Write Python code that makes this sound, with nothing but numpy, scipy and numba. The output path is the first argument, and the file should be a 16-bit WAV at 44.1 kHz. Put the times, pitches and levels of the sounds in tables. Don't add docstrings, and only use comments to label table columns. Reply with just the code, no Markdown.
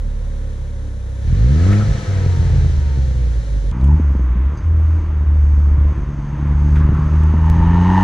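import sys
import numpy as np
from scipy import signal
from scipy.fft import rfft, irfft
from scipy.io import wavfile
from scipy.ndimage import uniform_filter1d
from numba import njit

SR = 44100
rng = np.random.default_rng(int(sys.argv[2]) if len(sys.argv) > 2 else 0)


def undo_db(level):
    steps = np.asarray(level, float) / 20
    return 10 ** steps


def materialize(psi):
    bounded = np.clip(np.atleast_2d(psi).T, -1, 1)
    quanta = np.round(bounded * 32767).astype(np.int16)
    wavfile.write(sys.argv[1], SR, quanta)


N = 354123
TIME = np.arange(N) / SR
BINS = np.maximum(np.fft.rfftfreq(N, 1 / SR), 1)
CUT_S = 3.716
# (time [s], peak level [dB], pitch [Hz])
POPS = [(2.261, -5.5, 124.2), (2.501, -5, 110), (2.973, -10.5, 122), (3.997, -8, 247), (4.151, -12, 200),
        (4.194, -13.5, 170), (4.356, -13.5, 196), (5.258, -24, 110), (5.776, -9.5, 125), (5.968, -27, 128),
        (6.328, -16, 153), (6.889, -2, 140), (6.919, -8.5, 166.5), (6.987, -8, 151), (7.098, -35, 149),
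        (7.338, -7, 213)]


def engine(table, orders, colour, uneven_db):
    # (start [s], deepest [s], end [s], depth [dB])
    lulls = [
        (1.14, 1.19, 1.25, -17),
        (1.91, 2.077, 2.08, -16),
        (3.4, 3.426, 3, -4),
        (3.7, 3.77, 3.84, -15.5),
        (4.47, 4.614, 4.66, -17.5),
        (4.968, 5.014, 5.35, -7.5),
        (5.89, 5.946, 6.55, -11.5),
        (5.982, 6.276, 6.46, -17.5),
        (6.88, 7.02, 7.16, -5.5),
    ]
    # (start [s], worst [s], end [s], rise [dB])
    burbles = [
        (-8, 0.4, 0.51, -5),
        (1.78, 1.92, 2.03, 14),
        (2.5, 1.8, 2.35, 7.5),
        (2, 2.52, 2.7, 8.5),
        (2, 2.97, 2.8, 7),
        (4.5, 4.16, 4.25, 7.5),
        (4, 5.25, 4.8, 5),
        (5, 6.55, 8.3, 7),
        (7.5, 6.93, 8, 7),
        (7.5, 7.45, 8.3, 6),
    ]
    hz, db, load = curves(table)
    pipe_hz, pipe_db = np.transpose(colour)
    levels = [db + bumps(lulls)] + [off + gain * load for off, gain in orders]
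    levels = [d + np.interp(np.log(hz * (k + 1)), np.log(pipe_hz), pipe_db) for k, d in enumerate(levels)]
    return hz, load, *levels, db + uneven_db + bumps(burbles)


def exhaust(state, pipe, fall_db, overtone_db, half_db, lag):
    hz, _, db1, db2, db3, uneven_db = state
    turns = np.cumsum(hz * (1 + .008 * walk(14))) / SR
    uneven_db = np.minimum(uneven_db, -23)
    sizes = [undo_db(db1), undo_db(db2), undo_db(db3)]
    sizes += [undo_db(db3 - fall_db * k) + undo_db(db1 + overtone_db) for k in range(1, 6)]
    note = np.zeros(N)
    for k, size in enumerate(sizes):
        late = min(lag * k, np.pi)
        note += np.sqrt(2) * size * np.cos(2 * np.pi * (k + 1) * turns - late)
    halves = undo_db(half_db) * (np.sin(np.pi * turns) + np.sin(3 * np.pi * turns))
    luck = rng.standard_normal((N // 100, 2))
    depth = np.clip(1.6 * undo_db(uneven_db - np.maximum(db1, db2)), .06, .25)
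    strength = 1 + depth * soften(luck[turns.astype(int), 0], 40)
    fired = np.flatnonzero(np.diff(np.floor(turns)))
    miss = np.zeros(N)
    miss[fired] = np.tanh(luck[:len(fired), 1]) / np.sqrt(hz[fired])
    uneven = undo_db(uneven_db) * (ring(miss, pipe) + halves)
    return strength * misfires(depth=0.48, width_s=0.011) * note + uneven, turns % 1


def misfires(depth, width_s):
    return np.prod([1 - depth * np.exp(-((TIME - s + width_s / 2) / width_s) ** 2) for s, *_ in POPS], axis=0)


def knocks(table, cycles, crack):
    out = np.zeros(N + SR)
    t = np.arange(SR // 10) / SR
    for s, peak_db, hz in table:
        burst = crack * rng.standard_normal(len(t)) * np.exp(-t * hz * 2)
        body = np.sin(2 * np.pi * hz * t) + burst
        start = int(s * SR)
        out[start:start + len(t)] += undo_db(peak_db) * body * np.exp(-t * hz / cycles)
    return out[:N]


def pops():
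    return soften(knocks(POPS, cycles=1.2, crack=.7), 600)


def gas_rush(hz, push, phase, roar_db, revved):
    # (frequency [Hz], level per Hz [dB])
    idle_colour = [(150, -33), (250, -3.5), (400, -4.5), (555, 2), (640, -13.5), (950, -13), (1250, -17.5),
                   (1750, -14.5), (2700, -26), (3800, -20), (4900, -29), (6100, -24), (8000, -32),
                   (10500, -32.5), (13125, -57)]
    roar_colour = [(168, -31), (280, -1.5), (400, -2.5), (530, -2), (620, -18.5), (700, -10), (1000, -15),
                   (1320, -14.5), (1500, -11.5), (1750, -10.5), (2300, -16.5), (2800, -24), (3500, -60.5)]
    hiss_colour = [(1800, -36), (3000, 1.5), (3400, 0.5), (4100, 4), (5000, -3.5), (5700, -0.5),
                   (6500, -2.5), (7200, -7.5), (8500, -12), (10500, -17), (13000, -35.5), (16250, -47)]
    # (frequency [Hz], width [Hz], level [dB])
    tip_modes = [(664, 52, 6.5), (1289, 58, 8), (1715, 110, -3), (2270, 200, -14)]
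    hiss_db = -54 + 0.1467 * (hz - 33) + 2 * push
    idle = np.sqrt(1 - revved) * undo_db(roar_db) * noise(idle_colour, (1000, 2500), 1.2, ports=True)
    roar = np.sqrt(revved) * undo_db(roar_db) * noise(roar_colour, (1000, 2500), 1.2, ports=True)
    hiss = np.sqrt(revved) * undo_db(hiss_db) * noise(hiss_colour, (3000, 9000), .8, ports=True)
    singing = np.clip((roar_db + 48) / 8, 0, 1)
    flare = undo_db(roar_db - 11) * singing * ring(rng.standard_normal(N), tip_modes)
    puff = 1 + 0.076 * np.cos(2 * np.pi * phase)
    return puff * (idle + roar + flare) + hiss


def silencer(phase):
    hz, width_hz = 510., 90.
    comb = sum(np.cos(2 * np.pi * k * phase + k * k) for k in (8, 10))
    return ring(svf(comb, hz, width_hz), [(hz, width_hz, -2)])


def belt_whine(hz, push):
    # (frequency [Hz], width [Hz], level [dB])
    shell = [(920, 100, -15)]
    belt = 2 * np.pi * 5.25 * np.cumsum(hz) / SR
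    overtones = (1 - push) * ring(np.sin(2 * belt) + np.sin(5 / 2 * belt), shell)
    return undo_db(1.5) * (np.sin(belt) + overtones)


def two_ports(x):
    # (frequency [Hz], left minus right [dB])
    balance = [(40, -2.5), (80, -0.5), (150, 1.2), (300, 4.5), (550, 4.5), (1000, 3), (1700, 2), (3000, 4),
               (4000, -0.67), (9000, -0.5)]
    # (frequency [Hz], phase [radians])
    lead = [(40, 0.15), (100, 0.37), (300, 0.14), (600, 0.21), (1700, 0.98), (3000, .01), (4000, 0.52)]
    half = undo_db(over_hz(balance) / 2) * np.exp(.5j * over_hz(lead))
    return irfft(rfft(x) * np.array([half, 1 / half]), N)


def parked(hits):
    # (time [s], firing rate [Hz], first order level [dB], load [0-1])
    revs = [
        (0, 36.87, -19, 0.33),
        (1.18, 31.84, -31.5, 0.55),
        (1.29, 37.92, -17, 0.84),
        (1.5, 67.6, -13, 0.76),
        (1.7, 99.55, -12.5, 0.86),
        (1.8, 105.2, -15.5, 0.75),
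        (1.92, 101.9, -21.5, 0.05),
        (2.3, 90.47, -16.5, .25),
        (3.0, 66.8, -15, 0.17),
        (3.716, 46.7, -17.5, 0),
    ]
    # (level off load [dB], gain at full load [dB])
    orders = [(-36.5, 22), (-49, 28.5)]
    # (frequency [Hz], level [dB])
    colour = [(70, 0.3), (103, 2.5), (135, 5.5), (170, -6), (205, -0.8), (300, -4)]
    # (frequency [Hz], width [Hz], level [dB])
    pipe = [(30.3, 13, 1), (52, 21, 10.5), (65, 39, 8), (127.6, 26, 10), (219, 240, -24), (322, 220, -20.5),
            (531, 62, -27.5)]
    # (frequency [Hz], width [Hz], level [dB])
    hum_modes = [(213, 9, -48), (281, 7, -52)]
    state = engine(revs, orders, colour, uneven_db=-23)
    note, phase = exhaust(state, pipe, fall_db=8.5, overtone_db=-41, half_db=1.0, lag=np.pi * 4 / 5)
    hz, push = state[0], np.clip((state[1] - .62) / 0.22, 0, 1)
    roar_db = -54 + 0.1883 * (hz - 33) + 4 * push
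    revved = np.clip((roar_db + 54) / 7, 0, 1)
    gas = gas_rush(hz, push, phase, roar_db, revved)
    whine = revved * undo_db(roar_db) * (belt_whine(hz, push) + silencer(phase))
    hum = ring(rng.standard_normal(N), hum_modes)
    return two_ports(note + whine + hum + hits + gas)


def rasp_buzz(phase):
    # (frequency [Hz], width [Hz], level [dB])
    tips = [(908, 170, 3.5), (1797, 220, -8.5), (2890, 280, -19), (3786.3, 420, -26.5), (4890, 700, -36)]
    shake = np.exp(-((phase + .73) % 1) / .5) * rng.standard_normal(N)
    return ring(shake, tips)


def driving(hits):
    # (time [s], firing rate [Hz], first order level [dB], load [0-1])
    revs = [(3.716, 57, -12, 0.73), (3.93, 75.23, -7.5, 0.99), (4.0, 77.6, -13.5, 0.61),
            (4.07, 69.5, -12, 0.55), (4.36, 59.37, -14, 0.44), (4.62, 82.1, -12, 0.043),
            (4.8, 77.56, -10.5, 0.067), (5.0, 79.95, -11, 0.061), (5.22, 74.02, -10, 0.29),
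            (5.9, 72.18, -10, 0.31), (6.3, 70.7, -16.5, 0.75), (6.8, 74.7, -10.5, 0.9),
            (7.3, 77.5, -10.5, 0.78), (7.7, 85.02, -11.5, 0.98), (8.03, 95.36, -13.5, 0.95)]
    # (level off load [dB], gain at full load [dB])
    orders = [(-41, 24.5), (-53.5, 26.6)]
    # (frequency [Hz], level [dB])
    colour = [(70, 0.1), (120, -4), (145, .1), (185, 3), (220, 0.1), (260, -0.5)]
    # (frequency [Hz], width [Hz], level [dB])
    pipe = [(28.3, 57, 7.5), (50.5, 24.4, 15), (110, 87, 6), (173.1, 110, -13.5), (308, 33, -16.5)]
    state = engine(revs, orders, colour, uneven_db=-31.5)
    note, phase = exhaust(state, pipe, fall_db=7.5, overtone_db=-49.5, half_db=8.0, lag=np.pi / 4)
    rasp_db = -50 + 26 * np.clip((state[0] - 76.3) / 17.4, 0, 1.1) ** 0.53
    loaded = np.clip((state[1] - .5) / .25, 0, 1)
    rasp = loaded * undo_db(rasp_db) * rasp_buzz(phase)
    return note + hits + rasp + road_noise(loaded, rasp_db) + housing_buzz(loaded, rasp_db)


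def ticks():
    # (time [s], peak level [dB], pitch [Hz])
    taps = [
        (3.7145, -33, 3430),
        (3.8123, -37, 3920),
        (3.8437, -31, 3160),
        (3.876, -41, 3500),
        (7.236, -34.5, 3032),
        (7.4599, -36.5, 2977),
        (7.979, -33, 3040),
    ]
    return soften(knocks(taps, cycles=2.2, crack=2.0), 9500)


def hisses():
    # (time [s], level [dB], fade [s], frequency [Hz], width [Hz])
    sprays = [
        (1.72, -30, .02, 1350, 200),
        (1.73, -30, .015, 2000, 700),
        (1.805, -31, .03, 1360, 180),
        (3.89, -33, .06, 900, 140),
        (4.574, -50, .012, 4780, 250),
        (4.574, -50, .015, 6300, 400),
        (6.758, -31, .03, 1400, 900),
        (6.8, -39, .6, 1150, 500),
        (6.95, -41, .35, 1050, 500),
        (3.8, -43, .12, 600, 300),
    ]
    air = rng.standard_normal(N)
    out = np.zeros(N)
    for s, db, fade, hz, width in sprays:
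        out += (TIME > s) * np.exp(-abs(TIME - s) / fade) * ring(air, [(hz, width, db)])
    return out


def road_noise(loaded, rasp_db):
    # (frequency [Hz], level per Hz [dB])
    colour = [(180, -24.5), (300, 0.0), (400, -14), (600, -15.5), (750, -19.5), (1000, -12.5),
              (1400, -17.5), (2000, -23), (2800, -31.5), (3800, -38), (4750, -65)]
    wet_db = 3 * np.clip((TIME - 6.78) / 0.059, 0, 1)
    road_db = -47 + 0.2 * (TIME - CUT_S) + wet_db
    return (undo_db(road_db) + loaded * undo_db(rasp_db - 20)) * noise(colour, (1100, 1600), 1.2)


def housing_buzz(loaded, rasp_db):
    # (frequency [Hz], level per Hz [dB])
    colour = [(2700, -29), (4500, 1), (5400, -3), (6000, 0), (6400, 8), (6800, -5), (7300, -6.5),
              (9000, -13.5), (11500, -31.5), (14375, -47.5)]
    housing_db = -64.5 + 0.43 * (TIME - CUT_S)
    return (undo_db(housing_db) + loaded * undo_db(rasp_db - 30)) * noise(colour, (5500, 7000), 2.5)


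def noise(colour, band, flicker_db, ports=False):
    # (frequency [Hz], unrelated share [0-1])
    unlike_share = [(300, .2), (550, 0.41), (1000, 1), (1700, 0.86), (3000, 0.72), (4000, 0.21), (6000, 1),
                    (9000, 0.81)]
    hiss = rng.standard_normal((2, N)) * undo_db(flicker_db * walk(7.5))
    mid, side = rfft(hiss) * undo_db(over_hz(colour))
    inside = (BINS > band[0]) & (BINS < band[1])
    scale = N / np.sqrt(2 * np.sum(abs(mid[inside]) ** 2))
    if not ports:
        return irfft(mid * scale, N)
    unlike = np.clip(over_hz(unlike_share), 0, 1)
    return irfft(np.array([mid + unlike * side, mid - unlike * side]) * scale, N)


@njit
def svf(x, hz, width):
    y, b, l = np.empty(len(x)), 0., 0.
    g, k = np.tan(np.pi * hz / SR), width / hz
    for i in range(len(x)):
        v = (b + g * (x[i] - l)) / (1 + g * (g + k))
        b, l, y[i] = 2 * v - b, l + 2 * g * v, k * v
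    return y


def ring(x, modes):
    out = np.zeros(N)
    for hz, width, db in modes:
        once = svf(x, 1. * hz, 1.01 * width)
        out += level(svf(once, 1. * hz, 1.01 * width), db)
    return out


def soften(x, hz):
    return signal.sosfilt(signal.butter(4, hz, fs=SR, output="sos"), x)


def level(x, db):
    return x * undo_db(db) / np.sqrt(np.mean(x ** 2))


def walk(rate):
    k = int(SR / rate)
    held = np.repeat(rng.standard_normal(N // k + 1), k)
    return uniform_filter1d(uniform_filter1d(held, k), k)[:N]


def bumps(table):
    return sum(np.interp(TIME, [a, b, c], [0, db, 0]) for a, b, c, db in table)


def curves(table):
    s, *columns = np.transpose(table)
    return [np.interp(TIME, s, c) for c in columns]


def over_hz(table):
    hz, value = np.transpose(table)
    return np.interp(np.log(BINS), np.log(hz), value)


def scene():
    hits = pops() + ticks() + hisses()
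    second = np.clip((TIME - CUT_S) / .004, 0, 1)
    return (1 - second) * parked(hits) + second * driving(hits)


def band_limit(x):
    return signal.sosfilt(signal.butter(12, 15720, fs=SR, output="sos"), x)


def record(dry):
    thin = signal.sosfilt(signal.butter(2, 17, "high", fs=SR, output="sos"), dry)
    return band_limit(np.tanh(.8 * thin) / .8)


dry = scene()
out = record(dry)
materialize(out)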